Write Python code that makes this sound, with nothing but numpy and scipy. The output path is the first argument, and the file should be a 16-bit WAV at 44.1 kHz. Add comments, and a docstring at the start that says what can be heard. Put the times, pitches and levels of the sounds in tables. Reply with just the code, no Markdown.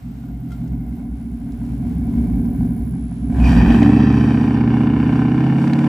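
"""On sand beside bushes, a V8 pickup a few metres off lopes at idle, swells a little, then pulls hard.
A wheel spins and the intake howls, a narrow band of noise. Uneven firing impulses ring the exhaust and merge
into tones at high revs; gas rasps from the tailpipe as gated noise and bounces off the ground.
Insects trill in the bushes as pulsed tones and noise; something on the truck clinks now and then.
Two microphone ports hear it all with different phase."""
import sys
import numpy as np
from scipy import signal
from scipy.fft import rfft, irfft, next_fast_len
from scipy.io import wavfile
from scipy.ndimage import uniform_filter1d, map_coordinates

SR = 44100
rng = np.random.default_rng(int(sys.argv[2]) if len(sys.argv) > 2 else 0)


def wav_record(signal):
    """Record a signal, one row per channel, as 16-bit PCM in the file named by sys.argv[1]."""
    frames = np.transpose(np.atleast_2d(signal))
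    bounded = np.clip(frames, -1, 1)
    # unit amplitude maps onto the largest positive 16-bit level
    quanta = np.round(bounded * 32767).astype(np.int16)
    wavfile.write(sys.argv[1], SR, quanta)


N = 259308  # samples


def amp(db):
    """Decibels to amplitude."""
    return 10 ** (np.asarray(db) / 20)


def unit(x):
    """Scale to rms 1."""
    return x / np.sqrt(np.mean(x ** 2) + 1e-20)


def along(points, hz):
    """Interpolate (Hz, value) points on a log frequency axis."""
    f, v = np.transpose(points)
    return np.interp(np.log(hz + 1), np.log(f + 1), v)


def curves(rows):
    """One value per sample for each column after the time."""
    s, *cols = np.transpose(rows)
    return [np.interp(np.arange(N) / SR, s, c) for c in cols]


def wobble(rate):
    """A smooth random curve with rate knots a second."""
    knots = rng.standard_normal(int(N * rate / SR) + 4)
    return map_coordinates(knots, [np.arange(N) * rate / SR])


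def filtered(x, response):
    """Multiply the spectrum of x by a complex response of frequency."""
    m = next_fast_len(N + SR)
    return irfft(rfft(x, m) * response(np.fft.rfftfreq(m, 1 / SR)), m)[..., :N]


def causal(points):
    """Minimum-phase response with the gain of (Hz, dB) points, by folding the cepstrum."""
    def response(hz):
        cepstrum = irfft(np.log(amp(along(points, hz)) + 1e-6))
        half = len(cepstrum) // 2
        cepstrum[1:half] *= 2
        cepstrum[half + 1:] = 0
        return np.exp(rfft(cepstrum))
    return response


def mode(hz_centre, hz_width):
    """One resonance with peak gain 1."""
    return lambda f: 1j * f * hz_width / (hz_centre ** 2 - f * f + 1j * f * hz_width)


def rush(spectrum, alike, gate=1):
    """Stereo noise of rms 1, partly shared between left and right, gated before it is coloured."""
    def colour(hz):
        turn = np.arccos(np.clip(along(alike, hz), -1, 1)) / 2
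        return amp(along(spectrum, hz)) * [np.cos(turn), np.sin(turn)]
    mid, side = filtered(gate * rng.standard_normal((2, N)), colour)
    return unit(np.array([mid + side, mid - side]))


def steady(x, span_s):
    """Divide x by its own running rms."""
    power = uniform_filter1d(x ** 2, int(span_s * SR), mode="reflect")
    return x / np.sqrt(abs(power) + 1e-20)


def add(out, s, sound):
    """Mix a short sound in at a time in seconds."""
    out[:, round(s * SR):][:, :sound.shape[-1]] += sound


# Colour of leaves and far insects: freq_hz [Hz], relative level_db [dB per Hz]
AIR_COLOUR = [(1000, 9), (2500, 2), (6840, -8), (8040, -6), (9380, -9), (10800, -9), (12600, -13.5),
              (13800, -36), (15700, -15)]
# High hiss, which swells with the pull: start_s [s], level_db [dB]
AIR_LEVEL = [(0, -54), (.4, -57), (2.4, -52.5), (3.0, -55.5), (3.28, -52.5), (3.48, -39), (4.3, -49.5),
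             (5.0, -50), (5.88, -45)]


def bush_air():
    """Leaves and far insects make a wide hiss: coloured noise whose level wavers."""
    level = amp(curves(AIR_LEVEL)[0] + 1.96 * wobble(11.0))
    return level * rush(AIR_COLOUR, [(3000, 0.093), (12000, 0.78)])


# Cricket trill: start_s [s], level_db [dB]
CRICKET = [(0, -75), (.5, -70), (1.3, -66), (2.7, -58), (3.4, -60), (3.7, -72), (5.88, -76)]
# Katydid buzz: start_s [s], level_db [dB]
KATYDID = [(.95, -65), (1.15, -69), (2.5, -58.5), (2.92, -60.5), (2.96, -96), (3.2, -76), (3.45, -58.5),
           (4.3, -72), (5.88, -73)]
TICK_START_S, TICK_GAP_S, TICK_COUNT = .247, .0795, 10  # katydid's slow strokes
TICK_DB, TICK_SWELL_DB = -62, 0.7  # first stroke, gain a stroke


def insects():
    """A cricket trills 69 tone pulses a second; a katydid's wing noise buzzes at 34, with slow ticks early on."""
    t = np.arange(N) / SR
    pulse = np.maximum(np.cos(2 * np.pi * 69.03 * t + 1.3), 0) ** 1.5 + .2
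    tone = np.sin(2 * np.pi * 10800 * t + 1.5 * wobble(300))
    tone = tone + .4 * np.sin(2 * np.pi * 10600 * t + 1.5 * wobble(300))
    trill = unit(filtered(pulse * tone, lambda f: mode(10750, 900)(f) ** 2))
    cricket = amp(curves(CRICKET)[0]) * trill

    wing_colour = [(12500, -38.0), (13100, 5.5), (14300, 11), (15100, 9.0), (15400, -22.0)]
    wing = rush(wing_colour, [(14000, 0.65)])
    buzz = unit(1.2 + (1 + np.cos(2 * np.pi * 34.3 * t + .4 * wobble(1.8))) ** 2 / 3)
    strokes = 0
    for k in range(TICK_COUNT):
        after = t - (TICK_START_S + k * TICK_GAP_S)
        level_db = TICK_DB + k * TICK_SWELL_DB
        strokes = strokes + amp(level_db - 60 * np.maximum(after, 0) / 0.033) * (after > 0)
    katydid = wing * (amp(curves(KATYDID)[0]) * buzz + strokes)
    return cricket * amp([[.3], [-.3]]) + katydid


# Knocks on the truck: start_s [s], level_db before the mode and clack gains [dB], t60_s [s]
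CLINKS = [(0.478, -73, 0.036), (0.5076, -59, 0.037), (0.5182, -54.5, 0.15)]
# Ring of a knock: pitch_hz [Hz], relative level_db [dB]
CLINK_MODES = [(1385, 13), (2100, 4), (3180, -2)]
CLINK_PAN_DB, CLACK_DB = 4.5, 10  # left over right; gain of the dry clack
# Faint bright ticks: start_s [s], level_db before the filter [dB], pan_db left over right [dB]
TAPS = [(0.6774, -48, 8), (1.5209, -45, 6), (1.6496, -47.5, -5), (2.4584, -50, 0.5), (2.6544, -49, -2)]
TAP_HZ, TAP_WIDTH_HZ, TAP_T60_S = 5000, 2300, 0.037


def clinks():
    """Small knocks, three short modes with a dry noise clack, and faint bright ticks of decaying noise."""
    knocks, taps = np.zeros((2, N + SR)), np.zeros((2, N + SR))
    t = np.arange(SR // 5) / SR
    for s, db, t60 in CLINKS:
        ring = sum(amp(level_db) * np.sin(2 * np.pi * hz * t) for hz, level_db in CLINK_MODES)
        clack = amp(CLACK_DB) * signal.lfilter([.5], [1, -.5], rng.standard_normal(len(t)))
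        pan = amp([[CLINK_PAN_DB / 2], [-CLINK_PAN_DB / 2]])
        add(knocks, s, amp(db - 60 * t / t60) * (ring + clack) * pan)
    for s, db, pan_db in TAPS:
        tap = amp(db - 60 * t / TAP_T60_S) * rng.standard_normal(len(t))
        add(taps, s, tap * amp([[pan_db / 2], [-pan_db / 2]]))
    return knocks[:, :N] + filtered(taps[:, :N], mode(TAP_HZ, TAP_WIDTH_HZ))


# Tailpipe cracks: start_s [s], body level_db and treble edge level_db, both before filtering [dB]
CRACKS = [(3.441, -22, -51.5), (3.745, -31, -59.5), (3.83, -14, -62), (3.902, -22, -70),
          (4.126, -22, -67.5), (5.621, -42, -63), (5.678, -18.5, -65), (5.734, -11.5, -51),
          (5.79, -16.5, -56.5), (5.844, -20, -51)]
CRACK_T60_S, POP_HZ, POP_WIDTH_HZ = .016, 1780, 2200


def cracks():
    """Sharp pops of gas at the tailpipe, a few milliseconds of noise: a dull body and a bright edge."""
    body, edge = np.zeros((2, N + SR)), np.zeros((2, N + SR))
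    t = np.arange(SR // 20) / SR
    for s, db, treble_db in CRACKS:
        burst = rng.standard_normal(len(t)) * amp(-60 * t / CRACK_T60_S)
        add(body, s, amp(db) * burst)
        add(edge, s, amp(treble_db) * burst)
    dull = filtered(body[:, :N], lambda f: mode(POP_HZ, POP_WIDTH_HZ)(f) ** 2)
    bright = filtered(edge[:, :N], lambda f: mode(8000, 9000)(f) ** 2)
    return dull + bright


HOWL_HZ, HOWL_WIDTH_HZ = 2450, 170
HOWL_DB, HOWL_S = -41, 3.463  # level before wavering and shaping; moment of its peak shape
HOWL_RISE_S, HOWL_FADE_S = .045, .3  # exponential time constants


def howl():
    """The intake howls as the throttle opens: a narrow rush of air that swells fast and fades slowly."""
    after = np.arange(N) / SR - HOWL_S
    rise = np.exp(np.minimum(after, 0) / HOWL_RISE_S)
    fade = np.exp(-np.maximum(after, 0) / HOWL_FADE_S)
    shape = np.where(after < 0, rise, fade)
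    air = filtered(rng.standard_normal(N), lambda f: mode(HOWL_HZ, HOWL_WIDTH_HZ)(f) ** 2)
    return amp(HOWL_DB + 4.8 * wobble(12)) * shape * unit(air)


# Engine speed: start_s [s], cycle_hz [engine cycles a second]
SPEED = [(0, 5.5), (.3, 5.28), (.72, 5.34), (1.15, 4.76), (1.6, 5.02), (1.9, 5.88), (2.35, 6.48),
         (2.65, 6.33), (3.18, 5.28), (3.33, 5.85), (3.5, 8.29), (3.8, 13.64), (3.92, 14.16), (4.25, 14.75),
         (4.6, 15.27), (4.8, 15.29), (5.05, 15.62), (5.28, 15.94), (5.5, 16.89), (5.73, 17.81),
         (5.88, 18.03)]
CRANK_START = .962  # cycles


def cycles():
    """Engine cycles turned so far, the running sum of speed."""
    return np.cumsum(curves(SPEED)[0]) / SR + CRANK_START


# Driver's foot: start_s [s], throttle [0-1], firing scatter_db [dB]
THROTTLE = [(0, 0, 1.6), (3.25, 0, 1.6), (3.45, .8, 2), (3.8, 1, 1.5), (4.3, 1, .8), (5.88, 1, 1.3)]
# Cylinders in firing order; one bank is heard more at idle:
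# idle_lag, load_lag [shares of the firing gap], idle_db, load_db [relative dB]
CYLINDERS = [(.72, -.02, -9, -.5), (.75, -.07, -7, -16), (.04, -.05, 7, -1.5), (.06, .21, 1, -8),
             (.11, .04, 6, -6.5), (.08, -.6, 4, -9), (.43, .02, -3, 0), (.03, .21, 7, -11.5)]
# Each cylinder's gas front under load: lag [share of the firing gap], sharpness_db [relative dB]
FRONTS = [(.5, -6), (.5, 2), (.35, -4), (.2, -5), (.5, -6), (.5, -5), (.1, 1), (0, -4)]
EVEN_PULL = .6  # share of the cylinders' loaded unevenness in dB kept in the boom's firings


def firings():
    """Two impulses per firing: the boom has each cylinder's strength and lag; the gas front has its own."""
    throttle, scatter_db = curves(THROTTLE)
    crank = len(CYLINDERS) * cycles()
    count = np.arange(np.ceil(crank[0]), crank[-1]).astype(int)
    at = np.searchsorted(crank, count)
    load, cylinder = throttle[at], count % len(CYLINDERS)
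    idle_lag, load_lag, idle_db, load_db = np.transpose(CYLINDERS)[:, cylinder]
    front_lag, front_db = np.transpose(FRONTS)[:, cylinder]
    chance_db = scatter_db[at] * rng.standard_normal(len(at))
    wander = .025 * (1 - load) * rng.standard_normal(len(at))  # idle timing wanders

    def train(loaded_lag, loaded_db):
        lag = idle_lag + load * (loaded_lag - idle_lag) + wander
        late = np.searchsorted(crank, count + lag)
        strength = amp(idle_db + load * (loaded_db - idle_db) + chance_db)
        return np.bincount(np.clip(late, 0, N - 1), strength, N)

    return train(load_lag, EVEN_PULL * load_db), train(front_lag, front_db)


# The hot pipe at high revs: freq_hz [Hz], relative level_db [dB]
HOT_PIPE = [(30, -70), (45, -60), (60, 0), (75, -6), (95, -28), (120, -13), (150, -9), (175, -6), (200, -8),
            (230, 4), (265, -4), (290, -6), (305, 0), (320, -18), (335, -28), (355, -24), (375, -23),
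            (400, -26), (440, -34), (500, -37), (600, -33)]
# The pipe's resonances rise as the gas heats: start_s [s], pitch ratio
WARMING = [(3.5, .95), (5.6, 1.036)]
# Strength of each multiple of the engine cycle, from the 4th up: relative level_db [dB]
ORDER_DB = [-20, -1, -6, -1, 12, -9, 5, -6, -6, 0, -7, -3, -5, 0, -4, -2, -7, 3, 1, 1, 5, 2, 1, 7, 7, 10, 5,
            11, 6]


def tones():
    """At high revs cycles are nearly alike: multiples lined up as the cylinders fire, through the hot pipe."""
    _, lag, _, load_db = np.transpose(CYLINDERS)
    turn = 2 * np.pi * cycles()
    moments = 2 * np.pi * (np.arange(len(lag)) + lag) / len(lag)
    hz = np.fft.rfftfreq(2 ** 16, 1 / SR)
    pipe = causal(HOT_PIPE)(hz)
    pipe_gain, pipe_phase = abs(pipe), np.unwrap(np.angle(pipe))
    heard_hz = curves(SPEED)[0] / curves(WARMING)[0]  # a hotter pipe acts as if the tone were lower
    stack = 0
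    for k, db in enumerate(ORDER_DB, 4):
        line_up = np.angle(np.sum(amp(load_db) * np.exp(-1j * k * moments)))
        gain = np.interp(k * heard_hz, hz, pipe_gain)
        shift = np.interp(k * heard_hz, hz, pipe_phase)
        stack = stack + amp(db + 1.2 * wobble(6)) * gain * np.cos(k * turn + line_up + shift)
    return steady(stack, span_s=.4)


# Pipe and muffler: freq_hz [Hz], relative level_db [dB]
EXHAUST = [(30, -68.5), (45, -23), (55, 7), (65, 6.5), (75, -12), (85, -25.5), (95, -4), (110, -10.5),
           (125, 3), (145, -17), (170, 1.5), (190, -6.5), (210, -7.5), (235, 5), (255, -6), (275, -1),
           (295, -14), (320, -22.5), (345, -27), (378, -17.5), (415, -38), (442, -23), (480, -43.5),
           (700, -77)]
SMEAR_S_PER_HZ, SMEAR_CENTRE_HZ = .00025, 230  # delay gained per Hz; no added delay here
REVS_FROM_HZ, REVS_OVER_HZ = 10, 3.5  # firings merge into tones: from cycles a second, over
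DRONE_ORDER, DRONE_DB = 24, -7  # a multiple of the cycle that hums at idle; gain before the exhaust


def exhaust_boom(fire, throttle):
    """Firings ring the muffler, lows out first, and merge into tones; a drone and a low rumble of gas join."""
    revs = np.clip((curves(SPEED)[0] - REVS_FROM_HZ) / REVS_OVER_HZ, 0, 1)

    def muffler(f):
        smear = np.exp(-1j * np.pi * SMEAR_S_PER_HZ * (f - SMEAR_CENTRE_HZ) ** 2)
        return causal(EXHAUST)(f) * smear

    beats = steady(filtered(fire, muffler), span_s=.4)
    boom = np.sqrt(1 - revs) * beats + np.sqrt(revs) * tones()
    drone = filtered(np.sin(2 * np.pi * DRONE_ORDER * cycles()), causal(EXHAUST))
    boom = boom + (1 - throttle) * amp(DRONE_DB) * drone
    rumble = rush(EXHAUST, [(50, .997), (150, .9), (400, .7)]) * amp(-9 - 5 * throttle - 15 * revs)
    return boom * amp([[-.4], [.4]]) + rumble


IDLE_BOOM_DB, LOAD_BOOM_DB = -25, -12  # typical boom, throttle shut and open
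IDLE_RASP_DB, IDLE_RASP_GROWS = -57.5, 0.78  # rasp gain at the typical idle boom; dB gained per dB of boom
LOAD_RASP_DB, LOAD_RASP_GROWS = -29.5, 0.63  # the same under load
RASP_OPENS = 0.83  # throttle at which the rasp reaches its loaded gain


def rasp_level(boom_db, throttle):
    """The rasp's gain in dB follows the boom and climbs as the throttle opens."""
    idle_db = IDLE_RASP_DB + IDLE_RASP_GROWS * (boom_db - IDLE_BOOM_DB)
    load_db = LOAD_RASP_DB + LOAD_RASP_GROWS * (boom_db - LOAD_BOOM_DB)
    return idle_db + np.clip(throttle / RASP_OPENS, 0, 1) * (load_db - idle_db)


# Gas rush, throttle shut: freq_hz [Hz], relative level_db [dB per Hz]
RASP_IDLE = [(190, -39), (320, -28), (378, -34), (411, -48), (447, -29), (500, 1.5), (570, 9.5), (634, 4.5),
             (710, 16.5), (900, -0.5), (960, -3.5), (992, 5), (1030, -3.5), (1260, -15), (1420, -2),
             (1680, -9), (1850, -16), (2100, -5), (2300, -8.5), (2530, -30), (9000, -30), (11700, -72),
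             (19800, -120)]
# Gas rush, throttle open: freq_hz [Hz], relative level_db [dB per Hz]
RASP_LOAD = [(250, -53.5), (340, 4.5), (410, 0), (600, -4.5), (740, 6.5), (810, 4), (950, -1.5), (1100, -7),
             (1290, -8), (1540, -1.5), (1650, -8.5), (1800, -3.5), (2100, -13), (2420, -10), (2700, -8.5),
             (3000, -13), (4200, -27), (6500, -65.5), (9500, -63), (13000, -75.5), (15000, -106)]
# Stereo likeness of the gas: freq_hz [Hz], left-right likeness [correlation]
ALIKE = [(60, 1.0), (240, 0.71), (950, 1), (3770, 0.33), (15000, 0.7)]
BEATS_FROM_HZ, BEATS_OVER_HZ = 13, 2.2  # the rasp separates into beats: from cycles a second, over
SNAP_HZ, SNAP_WIDTH_HZ = 820, 900  # the tailpipe rings here on each gas front
RATTLE_T60_S = .03  # each gas front rattles down the pipe this long


def tailpipe_rasp(fronts, boom_db, throttle):
    """Each gas front gates turbulent noise and snaps the tailpipe; returns the rasp and its gate."""
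    beats = np.clip((curves(SPEED)[0] - BEATS_FROM_HZ) / BEATS_OVER_HZ, 0, 1)
    puffs = steady(filtered(fronts, lambda f: 1 / (1 + 2j * np.pi * f * .0012) ** 2), span_s=.4)
    gate = (2.8 - 1.2 * beats + puffs) * amp(wobble(20))  # deeper puffs at high revs
    idle_gas = amp(5.5) * rush(RASP_IDLE, ALIKE, gate)
    load_gas = rush(RASP_LOAD, ALIKE, gate)
    gas = (1 - throttle) * idle_gas + throttle * load_gas

    t = np.arange(SR // 10) / SR
    rattle = rng.standard_normal(len(t)) * amp(-60 * t / RATTLE_T60_S)  # one noise shape for every front
    rattling = signal.fftconvolve(fronts, rattle)[:N]
    tailpipe = lambda f: causal(RASP_LOAD)(f) * (0.073 + mode(SNAP_HZ, SNAP_WIDTH_HZ)(f))
    snap = steady(filtered(rattling, tailpipe), span_s=0.35)
    mix = (1 - .25 * beats) * gas + (.3 * throttle + .35 * beats) * snap
    return amp(rasp_level(boom_db, throttle)) * mix, gate


# Echo path off the sand: start_s [s], extra delay_ms [ms]
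GROUND = [(0, 1.7), (.6, 1.68), (1.3, 1.58), (3.4, 1.46), (4, 1.4), (4.7, 1.54), (5.88, 1.54)]


def ground_bounce(rasp):
    """The rasp reaches the sand and returns late and inverted, mids only, combing the direct sound."""
    late = np.arange(N) - curves(GROUND)[0] * SR / 1000
    bounce = np.array([map_coordinates(ear, [late]) for ear in rasp])
    mids = lambda f: .85 * f ** 4 / (f ** 4 + 1100 ** 4) / (1 + (f / 5000) ** 2)
    return rasp - filtered(bounce, mids)


# Whistling gas: start_s [s], level_db [dB]
WHISTLE = [(3.3, -106), (3.45, -45.5), (3.85, -52), (4.1, -49), (4.5, -54), (4.9, -58), (5.88, -55)]


def gas_whistle(gate):
    """Gated gas noise whistles in two narrow bands, slightly to the left."""
    bands = lambda f: mode(4700, 400)(f) ** 2 + .7 * mode(5650, 400)(f) ** 2
    whistle = amp(curves(WHISTLE)[0]) * unit(filtered(gate * rng.standard_normal(N), bands))
    return whistle * amp([[.8], [-.8]])


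# Exhaust boom: start_s [s], gain level_db [dB]
BOOM = [(0, -31.5), (.4, -28.5), (.75, -24.5), (1.3, -27.5), (1.85, -22), (2.25, -17), (2.75, -19.5),
        (3.0, -24), (3.2, -25.5), (3.42, -10.5), (3.65, -7.5), (4.05, -10), (4.35, -13.5), (5.55, -14),
        (5.88, -14)]


def engine():
    """Firings ring the exhaust; each also puffs turbulent gas, heard again off the sand."""
    boom_db, throttle = curves(BOOM)[0], curves(THROTTLE)[0]
    fire, fronts = firings()
    boom = amp(boom_db) * exhaust_boom(fire, throttle)
    rasp, gate = tailpipe_rasp(fronts, boom_db, throttle)
    return boom + ground_bounce(rasp) + gas_whistle(gate)


def scene():
    """The truck in front of the insects and the hiss of the bushes."""
    return bush_air() + insects() + clinks() + cracks() + howl() + engine()


# The two microphone ports: freq_hz [Hz], phase by which left leads [radians]
PORTS = [(400, 0), (1380, -0.5), (4480, 1.0), (8270, -0.3), (10500, -5.3), (13000, -9.9), (15400, -15.8)]
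TOP_HZ = 15830  # band limit


def record(dry):
    """Two ports hear the place with different phase; peaks round off near full scale; the top is cut."""
    ending = np.clip((N - np.arange(N)) / (.004 * SR), 0, 1)  # a short fade at the end
    ports = filtered(dry * ending, lambda hz: np.exp(.5j * along(PORTS, hz) * [[1], [-1]]))
    soft = ports / (1 + abs(ports / .97) ** 6) ** (1 / 6)
    return filtered(soft, lambda hz: hz < TOP_HZ)


dry = scene()
out = record(dry)
wav_record(out)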